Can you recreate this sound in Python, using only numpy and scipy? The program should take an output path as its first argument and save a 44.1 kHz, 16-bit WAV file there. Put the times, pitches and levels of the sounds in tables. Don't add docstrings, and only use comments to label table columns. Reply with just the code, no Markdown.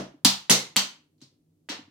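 import sys
import numpy as np
from scipy import signal
from scipy.fft import rfft, irfft
from scipy.io import wavfile

SR = 44100
rng = np.random.default_rng(int(sys.argv[2]) if len(sys.argv) > 2 else 0)


def waveform_to_disk(signal):
    frames = np.transpose(np.atleast_2d(signal))
    scaled = np.clip(frames, -1, 1) * 32767
    samples = np.round(scaled).astype(np.int16)
    wavfile.write(sys.argv[1], SR, samples)


def voltage_ratio(level):
    return 10 ** (np.asarray(level, float) / 20)


N = 83790
LEAD_S = 0.1
ALIKE_HZ = 430.6
LEFT_RIGHT = np.array([[1], [-1]])


def decay(t, t60):
    return np.exp(-np.log(1000) * t / t60)


def ring(hz, t60, size):
    t = np.arange(size) / SR
    return np.sin(2 * np.pi * hz * t) * decay(t, t60)


def band(x, hz, width_hz):
    b, a = signal.iirpeak(min(hz, 0.45 * SR), hz / width_hz, fs=SR)
    return signal.lfilter(b, a, x)


def add(out, x, s):
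    i = int((s + LEAD_S) * SR)
    n = min(x.shape[-1], out.shape[-1] - i)
    out[..., i:i + n] += x[..., :n]


def pair(hz, size):
    mid, side = rng.standard_normal((2, size))
    share = hz ** 2 / (hz ** 2 + ALIKE_HZ ** 2)
    return (mid + share * side * LEFT_RIGHT) / np.sqrt(1 + share ** 2)


def contact(crack_db, hz, ring_db, knock_db, bright_hz, knock_hz):
    t = np.arange(1024) / SR
    click = 1.0 * (t == 0)
    burst = rng.standard_normal(len(t)) * np.exp(-t / 0.0007)

    soften = signal.butter(2, min(bright_hz, 0.45 * SR), fs=SR)
    cracks = np.diff([burst / 2, 2 * click], prepend=0)
    near_crack, far_crack = voltage_ratio(crack_db) * signal.lfilter(*soften, cracks)

    def tone(t60):
        overtone = ring(hz * 1.5, t60 / 2, len(t))
        return voltage_ratio(ring_db) / 2 * (ring(hz, t60, len(t)) + overtone)

    width_hz = 570
    knock = band(band(click, knock_hz, width_hz), knock_hz, width_hz * 2)
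    knock = 20 * voltage_ratio(knock_db) * knock
    near = near_crack + tone(0.006) + voltage_ratio(-16) * knock
    far = far_crack + 2 * tone(0.0018) + knock
    return near, far


# t/s, crack level/dB, ring f/Hz, ring level/dB, knock level/dB
MOVE_CONTACTS = [
    [(-.04, -11.5, 6200, -20.5, -5), (-.03, -11, 3100, -16.5, -6)],
    [(.2482, 4, 4810, 1, -13.5), (.2510, -39, 3560, -2, -8.5), (.2519, 3.5, 5350, -32, -5.5)],
    [(.4962, -18, 2120, -13.5, -7), (.4983, 8.5, 3330, -4, -11.5), (.5026, -1.5, 6640, -2.5, -22),
     (.5085, -27, 4280, -5.5, -5.5), (.5115, -33, 6400, -34, -6.5), (.5142, 5, 4697, -7, -25.5)],
    [(.7611, -6, 2159, -9, -23.5), (.7651, -2.5, 3184, -5.5, -16), (.7655, -16, 7717, -6.5, -11),
     (.7660, -14.5, 4680, -4.5, -18)],
    [(1.18, -77.5, 4500, -67, -74.5), (1.2055, -62, 3750, -56, -72), (1.2158, -54, 4270, -42.5, -44),
     (1.2168, -56, 4910, -44, -68.5), (1.2305, -69, 5086, -53, -57)],
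    [(1.6886, -46, 1920, -25, -30.5), (1.6917, -38, 4543, -28, -32.5), (1.696, -45, 3590, -28.5, -39.5),
     (1.712, -53, 2945, -31.5, -25)],
]
# echo level/dB, left-right level/dB, crack brightness f/Hz, knock f/Hz, left lag t/ms
MOVE_PLACES = [(-11, -1, 4560, 444, .03), (-4.5, -0.5, 9600, 835, .03), (-3.5, -0.9, 8200, 645, .04),
               (-5, -0.45, 8400, 900, -.03), (-1.5, 0, 1560, 390, .03), (3, 0, 7400, 644, .03)]


def pieces(size):
    out = np.zeros((2, size))
    for contacts, place in zip(MOVE_CONTACTS, MOVE_PLACES):
        echo_db, pan_db, bright_hz, knock_hz, lag_ms = place
        pan = voltage_ratio(pan_db * LEFT_RIGHT / 2)
        for s, crack_db, hz, ring_db, knock_db in contacts:
            near, far = contact(crack_db, hz, ring_db, knock_db, bright_hz, knock_hz)
            heard = voltage_ratio(echo_db) * signal.fftconvolve(far[None], room(), axes=1)
            right = np.roll(near, 5)
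            left = np.roll(right, round(lag_ms * SR / 1000))
            heard[:, :len(near)] += voltage_ratio(3) * np.array([left, right])
            add(out, heard * pan, s)
    return out


# t/s, level/dB
SINGS = [(.765, -25), (.766, -26.5), (.499, -21), (1.69, -38), (.249, -28.5), (-.03, -16), (.505, -14),
         (.763, -21.5), (.765, -27), (1.216, -76)]
SING_HZ = [3100, 6130, 2100, 1780, 4150, 620, 490, 595, 4400, 5200]


def singing_wood(size):
    out = np.zeros((2, size))
    for hz, (s, db) in zip(SING_HZ, SINGS):
        note = ring(hz, 0.025, 2048)
        add(out, voltage_ratio(db) * signal.fftconvolve(note[None], room(), axes=1), s)
    return out


# f/Hz, t60/s
BOARD_MODES = [(136, 0.31), (196, 0.25), (250, .1), (295, 0.1)]
# t/s, then the level/dB of each mode
BOOMS = [(-.03, -35.5, -26, -58, -55), (0.138, -63.5, -67, -50, -42), (.249, -34.5, -22, -14, -20),
         (0.499, -28.5, -20.5, -18, -55), (0.764, -46, -30, -27, -34), (1.216, -53, -61.5, -48, -46),
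         (1.693, -60, -44, -41.5, -31.5), (1.785, -61.5, -57.5, -44.5, -39), (1.873, -67, -64.5, -53, -51)]


def board(size):
    out = np.zeros((2, size))
    t = np.arange(SR // 2) / SR
    swell = 1 - np.exp(-(t / 0.005) ** 2)
    for s, *levels in BOOMS:
        tune = 1 + 0.004 * rng.standard_normal(len(BOARD_MODES))
        boom = np.zeros(len(t))
        for (hz, t60), db, k, sign in zip(BOARD_MODES, levels, tune, (1, -1, 1, -1)):
            boom += sign * voltage_ratio(db) * ring(hz * k, t60, len(t))
        add(out, np.array([boom * voltage_ratio(1), np.roll(boom, 4)]) * swell, s)
    return out


# t/s, level/dB
SHUDDERS = [(-.03, -43), (0.247, -36.5), (0.502, -43.5), (.762, -66), (1.215, -81), (1.69, -67)]


def table(size):
    out = np.zeros((2, size))
    t = np.arange(SR // 2) / SR
    rumble_hz = 49.94
    envelope = decay(t, 0.28) * (1 - np.exp(-t / 0.016))
    for s, db in SHUDDERS:
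        rumble = band(pair(ALIKE_HZ / 2, len(t)), rumble_hz, rumble_hz)
        add(out, voltage_ratio(db) * 10 * rumble * envelope, s)
    return out


# f/Hz, t60/s, level/dB
ROOM_ECHO = [(247, 0.34, -2), (592.4, 0.3, -15.5), (1111, .33, -7), (2500, 0.33, -1), (5233, 0.27, 6.5),
             (8300, .25, -3), (11137, 0.14, -4), (15320, 0.25, -6)]


def room():
    t = np.arange(SR * 9 // 20) / SR
    hz, t60, db = np.array(ROOM_ECHO).T
    build_s, sparse_s = 0.0019, 0.0043

    lumps = np.repeat(rng.standard_normal((2, len(t) // 40 + 1)), 40, axis=1)[:, :len(t)]
    lumps = voltage_ratio(4.6 * np.exp(-t / sparse_s / 2) * lumps)
    out = np.zeros((2, len(t)))
    for f in 250 * 2 ** (np.arange(13) / 2):
        fade = decay(t, np.interp(np.log(f), np.log(hz), t60))
        level = voltage_ratio(np.interp(np.log(f), np.log(hz), db))
        noise = band(band(lumps * pair(f, len(t)), f, f / 2), f, f / 2)
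        out += level * fade * band(noise, f, f)
    return out * (1 - np.exp(-t / build_s)) * voltage_ratio(6) / 20


# f/Hz, level/dB per Hz
AIR = [(15, -52), (25, -38.5), (70, -18.5), (92, -1), (125, -13.5), (162, 10), (179, -13.5), (305, -4),
       (1500, -42.5), (1950, -76.5), (3300, -120)]
# f/Hz, width/Hz, level/dB
FRIDGE_HUM = [(45.04, 33, -94), (99, 3.9, -77.5), (160.5, 8.8, -77), (250, 32, -79), (300.1, 14, -76)]


def kitchen(size):
    hz, db = np.array(AIR).T
    f = np.fft.rfftfreq(size, 1 / SR) + 1
    mid, side = rfft(rng.standard_normal((2, size)))
    share = f ** 2 / (f ** 2 + ALIKE_HZ ** 2)
    colour = voltage_ratio(np.interp(np.log(f), np.log(hz), db, right=-99))
    air = irfft((mid + share * side * LEFT_RIGHT) * colour, size)
    hiss = band(rng.standard_normal((2, size)), 5000, 14000)
    out = voltage_ratio(-70.5) * air / air.mean(0).std() + voltage_ratio(-88.5) * 2 * hiss
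    for line_hz, width_hz, line_db in FRIDGE_HUM:
        line = band(band(pair(line_hz, size), line_hz, width_hz), line_hz, width_hz)
        out += voltage_ratio(line_db) * line / line.std()
    return out


def scene():
    size = N + int(LEAD_S * SR)
    bass_cut = signal.butter(4, 98, "high", fs=SR, output="sos")
    wood = signal.sosfilt(bass_cut, pieces(size) + singing_wood(size) + board(size))
    return (wood + table(size) + kitchen(size))[:, -N:]


def band_limit(x):
    return signal.sosfilt(signal.butter(12, 16600, fs=SR, output="sos"), x)


def record(dry):
    rounded = np.tanh(dry / 1.05) * 1.05
    treble_cut = signal.ellip(8, 0.2, 70, 16300, fs=SR, output="sos")
    mix = signal.sosfilt(treble_cut, rounded)
    return band_limit(mix)


dry = scene()
out = record(dry)
waveform_to_disk(out)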